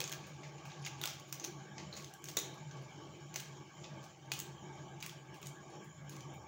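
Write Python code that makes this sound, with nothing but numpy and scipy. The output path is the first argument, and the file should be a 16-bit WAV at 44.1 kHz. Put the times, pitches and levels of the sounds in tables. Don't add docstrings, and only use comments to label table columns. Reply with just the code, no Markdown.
import sys
import numpy as np
from scipy import signal
from scipy.io import wavfile
from scipy.ndimage import uniform_filter1d

SR = 44100
rng = np.random.default_rng(int(sys.argv[2]) if len(sys.argv) > 2 else 0)


def to_wav(s):
    ch = np.atleast_2d(s).T
    pcm = np.round(np.clip(ch, -1, 1) * 32767)
    wavfile.write(sys.argv[1], SR, pcm.astype(np.int16))


def natural_amplitude(level_db):
    exponent = np.asarray(level_db, float) / 20
    return 10 ** exponent


N = 285723

# time in seconds, level in dB.
RUMBLE_LEVEL = [(0.0, -53), (0.3, -54.5), (0.6, -54.5), (0.97, -52.5), (1.42, -56), (1.55, -53), (1.9, -50),
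                (2.18, -58), (2.3, -54.5), (2.85, -53), (3.3, -54.5), (3.7, -56), (3.93, -51.5),
                (4.2, -57.5), (4.42, -53), (4.78, -51.5), (5.2, -55.5), (6.2, -52.5)]
# frequency in Hz, level in dB.
RUMBLE_SPECTRUM = [(30, -24), (60, -25.5), (85, -7), (120, -11.5), (200, -7.5), (250, -25), (400, -64)]
# frequency in Hz, width in Hz, height in dB.
RUMBLE_PEAKS = [(143.6, 17.9, 22), (189.6, 23, 4)]
# frequency in Hz, level in dB.
MURMUR_SPECTRUM = [(150, -20), (260, -5.5), (500, -5), (1000, -10), (1300, -12.5), (1500, -88)]
# frequency in Hz, level in dB.
WASH_SPECTRUM = [(1100, -9), (1400, -10), (2000, -17.5), (4200, -20.5), (6000, -14.5), (7600, -20),
                 (8400, -45), (9500, -65)]
# frequency in Hz, width in Hz, height in dB.
CORNER_MODES = [(343.3, 102, 13.5), (621, 72, 6.5), (793, 44, 11.5), (872.4, 47, 13), (1133, 59, 13.5),
                (1621, 185, 16.5), (2272, 344, 17.5), (3096, 480, 16.5), (3650, 500, 6), (5480, 160, 9),
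                (6930, 950, 15)]
# loudest moment in seconds, level in dB, fade in dB per second.
STIRS = [(0.0, -55, 12), (0.4, -60.5, 35), (0.62, -59.5, 5), (0.97, -56.5, 31), (1.42, -58.5, 30),
         (1.62, -60.5, 57), (1.79, -54.5, 25), (2.3, -59, 11), (2.47, -56.5, 45), (2.75, -59.5, 4),
         (3.03, -58, 36), (3.37, -61, 34), (3.54, -60.5, 62), (3.78, -58.5, 19), (4.0, -55.5, 95),
         (4.33, -60, 7), (4.64, -57.5, 17), (4.83, -58.5, 58), (5.35, -57, 36), (5.52, -57.5, 76),
         (5.63, -62, 44), (5.76, -54.5, 63), (6.0, -63.5, 47), (6.14, -55.5, 30), (6.33, -56, 9)]
# frequency in Hz, level in dB.
HISS_SPECTRUM = [(5000, -47), (8500, 5), (13000, -6), (15200, 12), (16000, 2.5)]

# delay in seconds, level in dB.
WALL_ECHOES = [(.0040, -10), (.0091, -12), (.0135, -14), (.019, -13), (.028, -15)]
# frequency in Hz, 60 dB decay time in seconds.
TILE_DECAY = [(300, 0.33), (1000, 0.48), (3000, 0.54), (6500, 0.37), (10000, 0.28), (15000, 0.23)]

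# start in seconds, level in dB, frequency in Hz,
# 60 dB decay time in seconds.
BASIN_KNOCKS = [
    (2.369, -26.5, 424, 0.014),
    (2.370, -35.5, 305, 0.045),
    (2.371, -40, 266, 0.039),
    (2.370, -29, 3950, 0.035),
    (2.3685, -30.5, 6400, 0.04),
    (1.04, -32, 1390, 0.014),
    (0.11, -46.5, 1600, 0.081),
]
# start in seconds, level in dB, frequency in Hz, 60 dB decay time in seconds.
LEAF_CHIRPS = [(.821, -59, 9650, 0.021), (.988, -63, 9000, 0.022), (.993, -73, 11400, 0.027),
               (1.927, -35, 4090, 0.02), (1.945, -52, 4210, 0.06), (2.54, -65, 11200, 0.05),
               (2.82, -70, 11000, 0.044), (3.80, -70, 8800, 0.048), (4.051, -72, 9350, .06),
               (5.37, -64, 10100, 0.018), (5.458, -48, 8800, .02), (5.70, -76, 11000, 0.05),
               (5.699, -68, 9500, 0.043), (6.11, -66, 11300, 0.07)]
# loudest moment in seconds, effort in dB, fade in dB per second, brightness in dB.
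RUBS = [(0.0, -40, 250, 3), (0.2, -51.5, 9, -22), (0.7, -49.5, 16, -35), (0.869, -33.5, 600, -14),
        (1.04, -36, 150, -8), (1.085, -38, 130, -4), (1.28, -51, 67, 6), (1.442, -38, 250, -8),
        (1.6, -51.5, 176, -24), (1.79, -46.5, 138, -24), (1.935, -46, 100, -9), (1.97, -42.5, 82, -4),
        (2.29, -40.5, 220, 3), (2.378, -41, 300, -7), (2.44, -45, 130, -7), (2.58, -54, 3, -33),
        (3.365, -38, 250, -8), (3.41, -46, 90, -6), (3.84, -44, 239, -30), (4.04, -49, 134, 2),
        (4.326, -47, 300, -8), (4.37, -41, 139, 0), (4.78, -54.5, 84, -30), (5.04, -46, 98, -15),
        (5.09, -50, 202, -5), (5.47, -43.5, 350, 1), (5.68, -59, 53, -16), (6.12, -45.5, 110, -5)]

# start in seconds, peak in dB, ring in Hz, brightness in dB.
SNAPS = [(0.0034, -26, 3410, -8), (0.014, -28, 2700, -20), (0.0401, -27.5, 6450, -23),
         (0.0764, -32.5, 6380, -13), (0.095, -36, 3100, -10), (0.1181, -32.5, 6300, -9),
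         (0.1251, -30, 3100, -12), (0.1348, -33.5, 1780, -29), (0.863, -30, 3150, -14.5),
         (1.014, -30, 3630, -8), (1.037, -26.5, 3330, -10), (1.0558, -26, 3500, -7.5),
         (1.0745, -27.5, 5980, -16), (1.3257, -27.5, 5840, -8.5), (1.4466, -29.5, 6360, -10),
         (1.781, -34.5, 2060, -54), (2.369, -21.5, 6260, -5.5), (2.3725, -26, 6780, -29),
         (2.3876, -31, 6450, -5), (2.3974, -38, 4240, -5), (3.3588, -24, 6090, -14),
         (3.3979, -36, 4000, -10), (3.8422, -41.5, 2970, -40), (4.3173, -21.5, 2520, -16.5),
         (4.336, -35, 3330, -7), (4.4, -33, 6600, -3), (5.0256, -30, 2740, -13),
         (5.0624, -33.5, 2600, -6.5), (5.0945, -38, 3130, -13), (5.4281, -37.5, 3130, -16)]
# start in seconds, peak in dB, brightness in dB.
TICKS = [(0.849, -34.5, -31), (1.1978, -46, -5), (1.3417, -43, -16), (1.3977, -35.5, -19),
         (1.4414, -32.5, -13), (1.9663, -40, -26), (1.9734, -39.5, -28), (1.9994, -54, -14),
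         (2.0442, -39.5, -13), (2.1375, -48, -1), (2.2204, -60, -2), (2.2408, -39.5, -2.5),
         (2.2556, -41.5, -15), (2.286, -34.5, -14), (2.7112, -48, -34), (3.3413, -38, -13),
         (3.4022, -37, -5.5), (4.04, -49, -23), (4.257, -55, -30), (4.3213, -34, -32), (5.0035, -46, -16),
         (4.3904, -36.5, -4), (5.009, -45, -16), (5.458, -54, -13), (5.4693, -39.5, -5),
         (6.0945, -43.5, -4), (6.1648, -48, -7), (6.2063, -45, -16)]
# start in seconds, peak in dB, brightness in dB.
CREAKS = [(0.238, -48.5, -35), (0.2683, -53, -5), (0.4332, -43.5, -30), (0.581, -51, -34),
          (0.6532, -42.5, -17), (0.703, -49, -33), (0.9154, -50, -31), (0.994, -50, -23),
          (1.7974, -49, -35), (2.5394, -52, -16), (2.7706, -52, -26), (2.8194, -53.5, -20),
          (3.1494, -56, -34), (3.3693, -48, -3), (3.7758, -58.5, -33), (3.851, -48, -36), (4.3454, -52, -3),
          (5.002, -52, -33), (5.0335, -38.5, -14), (5.3425, -46.5, -12), (5.3694, -58, -18),
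          (5.416, -51, -6), (5.7024, -53, -27), (5.844, -56, -5.5), (6.3385, -57.5, -6)]
RING_DB = [1.5, 5.5, 0.5]
ROOM_DB = [-3.5, -2.5, 5]
RING_BAND_HZ = [1700, 7800]
# frequency in Hz, level in dB.
CRACK_BODY = [(200, -32), (700, -4.5), (1500, -5.5), (2400, -1.5), (4000, -1), (5300, -0.5), (6500, 2),
              (7400, -8.5), (8300, -25), (12000, -50)]
# frequency in Hz, level in dB.
CRACK_EDGE = [(5000, -11.5), (7500, 0.5), (9500, -4), (11500, -6), (13500, -7.5), (14800, 3.5), (15700, 5),
              (16300, 0.5)]

HISS_DB, MURMUR_DB, WASH_DB = -84, -64, -60
MURMUR_FOLLOWS, WASH_FOLLOWS = 0.12, 0.5
STIR_RISE_DB_PER_S, RUB_RISE_DB_PER_S = 106, 502
GRAINS_PER_S, GRAIN_DB, GRAIN_FOLLOWS = 260, -62.5, 0.72
TICK_HZ, CREAK_HZ, PITCH_SPREAD = 6450, 2478, 0.057
WET_PER_DULL, RING_IN_ROOM_DB = 0.13, -1.5


def evened(x):
    return x / np.sqrt(np.mean(x ** 2) + 1e-30)


def read(points, hz):
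    f, value = np.transpose(points)
    return np.interp(np.log(hz + 1), np.log(f + 1), value)


def add(mix, s, sound):
    part = mix[round(s * SR):][:len(sound)]
    part += sound[:len(part)]


def colour(points, size=1024):
    log_gain = read(points, np.fft.rfftfreq(size, 1 / SR)) * np.log(10) / 20
    log_gain = np.concatenate([log_gain, log_gain[-2:0:-1]])
    spectrum = np.exp(np.conj(signal.hilbert(log_gain)))
    taps = np.fft.ifft(spectrum).real[:size // 2]
    return taps / np.linalg.norm(taps)


def swells(rows, rise, t):
    s, db, fade = np.transpose(rows)[:3, :, None]
    return natural_amplitude(2 * (db - np.maximum(rise * (s - t), abs(fade) * (t - s))))


def drifting_noise(points, peaks, level_db, patchy_db, size):
    hop = size // 4
    frames, hz = N // hop + 5, np.fft.rfftfreq(size, 1 / SR)
    a, b, patches = rng.standard_normal((frames, len(hz), 3)).T
    patches = uniform_filter1d(uniform_filter1d(patches, size=8, axis=0), size=8, axis=1)
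    shape_db = read(points, hz) + sum(db / (1 + (2 * (hz - f) / w) ** 2) for f, w, db in peaks)
    z = (a + 1j * b) * natural_amplitude(shape_db[:, None] + patchy_db * evened(patches))
    noise = signal.istft(z, nperseg=size, noverlap=size - hop)[1][:N]
    return evened(noise) * natural_amplitude(level_db)


def air():
    t = np.arange(N) / SR
    level_db = np.interp(t, *np.transpose(RUMBLE_LEVEL))
    rumble = drifting_noise(RUMBLE_SPECTRUM, RUMBLE_PEAKS, 0, patchy_db=1.47, size=4096)
    rumble = rumble / (uniform_filter1d(rumble ** 2, size=2600) + 0.14) ** 0.044
    rumble = evened(rumble) * natural_amplitude(level_db)
    frames = t[::64]
    stir = swells(STIRS, STIR_RISE_DB_PER_S, frames).sum(axis=0) + natural_amplitude(2 * MURMUR_DB)
    murmur_db = np.interp(t, frames, 10 * np.log10(stir))
    murmur_db = murmur_db + MURMUR_FOLLOWS * (level_db - level_db.mean())
    murmur = drifting_noise(MURMUR_SPECTRUM, CORNER_MODES, murmur_db, patchy_db=2.5, size=2048)
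    wash_db = WASH_DB + WASH_FOLLOWS * (murmur_db - murmur_db.mean())
    wash = drifting_noise(WASH_SPECTRUM, CORNER_MODES, wash_db, patchy_db=3.0, size=1024)
    return rumble + murmur + wash


def tiles(x):
    size = SR // 2
    taps = np.zeros(size)
    at = np.arange(100, size - 16, 16)
    taps[at + rng.integers(0, 16, len(at))] = rng.choice([-1., 1.], len(at))
    hz, t, z = signal.stft(taps, SR, nperseg=128)
    decay = natural_amplitude(-60 * t / read(TILE_DECAY, hz)[:, None])
    tail = signal.istft(z * decay, SR, nperseg=128)[1]
    tail = natural_amplitude(-1) * tail / np.linalg.norm(tail)
    for s, db in WALL_ECHOES:
        add(tail, s, natural_amplitude(np.array([db])))
    return signal.fftconvolve(x, tail)[:N]


def basin():
    out, t = np.zeros(N), np.arange(4000) / SR
    rows = BASIN_KNOCKS + LEAF_CHIRPS
    noise = rng.standard_normal((len(rows), len(t)))
    onset = 1 - np.exp(-t / 0.00096)
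    for (s, db, hz, t60), c in zip(rows, noise):
        unsteady = 1 + 0.07 * evened(uniform_filter1d(c, size=50))
        turns = hz * np.cumsum(unsteady) / SR
        add(out, s, natural_amplitude(db - 60 * t / t60) * np.sin(2 * np.pi * turns) * onset)
    return out


def coloured(body, edge):
    dull = signal.oaconvolve(body, colour(CRACK_BODY))[:N]
    bright = signal.oaconvolve(edge, colour(CRACK_EDGE))[:N]
    return dull + bright


def grains(effort_db):
    size = (rng.random(N) < GRAINS_PER_S / SR) * natural_amplitude(3.77 * np.minimum(rng.exponential(1, N), 5))
    size *= natural_amplitude(GRAIN_DB + GRAIN_FOLLOWS * (effort_db + 49.5))
    kind, t = rng.integers(0, 12, N), np.arange(150) / SR
    out = np.zeros(N)
    for k, hz in enumerate(np.geomspace(2200, 11500, num=12)):
        cycles = hz * t
        pop = np.sin(2 * np.pi * cycles) * cycles * np.exp(-cycles / 1.57)
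        pop = pop * natural_amplitude(-5.0 * np.log2(hz / 3000))
        out += signal.oaconvolve(size * (kind == k), pop)[:N]
    return out


def rustle():
    bright = np.transpose(RUBS)[3, :, None]
    t = np.arange(N) / SR
    frames = t[::64]
    power = swells(RUBS, RUB_RISE_DB_PER_S, frames) + 1e-12
    total = power.sum(axis=0)
    effort_db = np.interp(t, frames, 10 * np.log10(total))
    bright_db = np.interp(t, frames, (power * bright).sum(axis=0) / total)
    slips = (rng.random(N) < 2500 / SR) * natural_amplitude(3.0 * np.minimum(rng.exponential(1, N), 5))
    puff = np.exp(-np.arange(200) / SR / 0.00064)
    patter = signal.oaconvolve(slips, puff)[:N] * rng.standard_normal((2, N))
    patter = evened(patter) * natural_amplitude(1.12 * (effort_db + 50.5) - 65)
    return coloured(patter[0], patter[1] * natural_amplitude(bright_db - 1.5)) + grains(effort_db)


def cracks():
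    kinds = [SNAPS]
    for rows, hz in ((TICKS, TICK_HZ), (CREAKS, CREAK_HZ)):
        kinds.append([(s, db, hz * (1 + PITCH_SPREAD * rng.standard_normal()), bright_db)
                      for s, db, bright_db in rows])
    out = []
    for rows, ring_db, room_db in zip(kinds, RING_DB, ROOM_DB):
        for s, db, hz, bright_db in rows:
            wet_db = room_db - WET_PER_DULL * (bright_db + 15)
            out.append((s, db, hz, bright_db, ring_db, wet_db))
    return out


def snaps():
    t = np.arange(500) / SR
    body, edge, ring = np.zeros((3, 2, N))
    tear = (1 - np.exp(-(t / 0.00052) ** 3)) * np.exp(-t / 0.0021)
    click = signal.unit_impulse(len(t), idx=40)
    rows = cracks()
    noise = rng.standard_normal((len(rows), 3, len(t)))
    bursts = noise[:, :2] * tear
    bursts = bursts / np.linalg.norm(bursts, axis=2, keepdims=True) + 0.54 * click
    for (s, db, hz, bright_db, ring_db, room_db), (a, b), c in zip(rows, bursts, noise[:, 2]):
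        send = natural_amplitude(db + np.array([0, room_db]))
        wander = 1.26 * evened(uniform_filter1d(c, size=50))
        tone = np.sin(2 * np.pi * hz * t + wander) * tear
        for k, thump in enumerate((a, click)):
            add(body[k], s, send[k] * 2.51 * thump)
            add(edge[k], s, send[k] * natural_amplitude(bright_db + 18.0) * b)
            add(ring[k], s, send[k] * natural_amplitude(ring_db - 3.5 + k * RING_IN_ROOM_DB) * tone)
    ring = signal.sosfilt(signal.butter(3, RING_BAND_HZ, "band", fs=SR, output="sos"), ring)
    return np.array([coloured(body[k], edge[k]) + ring[k] for k in range(2)])


def scene():
    dry, send = snaps()
    leaves, knocks = rustle(), basin()
    echo = tiles(send + 0.28 * leaves + 0.78 * knocks)
    return (dry + leaves + knocks + echo + air())[None]


def gate(x):
    z = signal.stft(x, nperseg=512, noverlap=384)[2]
    power = uniform_filter1d(uniform_filter1d(abs(z) ** 2, size=3, axis=0), size=12, axis=1)
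    power_db = 10 * np.log10(power + 1e-20)
    over_db = power_db - np.percentile(power_db, 15, axis=1, keepdims=True)
    cut_db = 0.6 * np.clip(3.0 - over_db, 0, 9)
    return signal.istft(z * natural_amplitude(-cut_db), nperseg=512, noverlap=384)[1][:N]


def roll_off(x):
    return signal.sosfilt(signal.butter(12, 16990, fs=SR, output="sos"), x)


def record(dry):
    heard = signal.sosfilt(signal.butter(2, 55, "high", fs=SR, output="sos"), dry[0])
    heard = gate(heard) + drifting_noise(HISS_SPECTRUM, [], HISS_DB, patchy_db=2.0, size=512)
    lowpass = signal.firwin(511, 15850, window=("kaiser", 4), fs=SR)
    limited = signal.oaconvolve(heard, lowpass, "same")
    return roll_off(limited[None])


dry = scene()
out = record(dry)
to_wav(out)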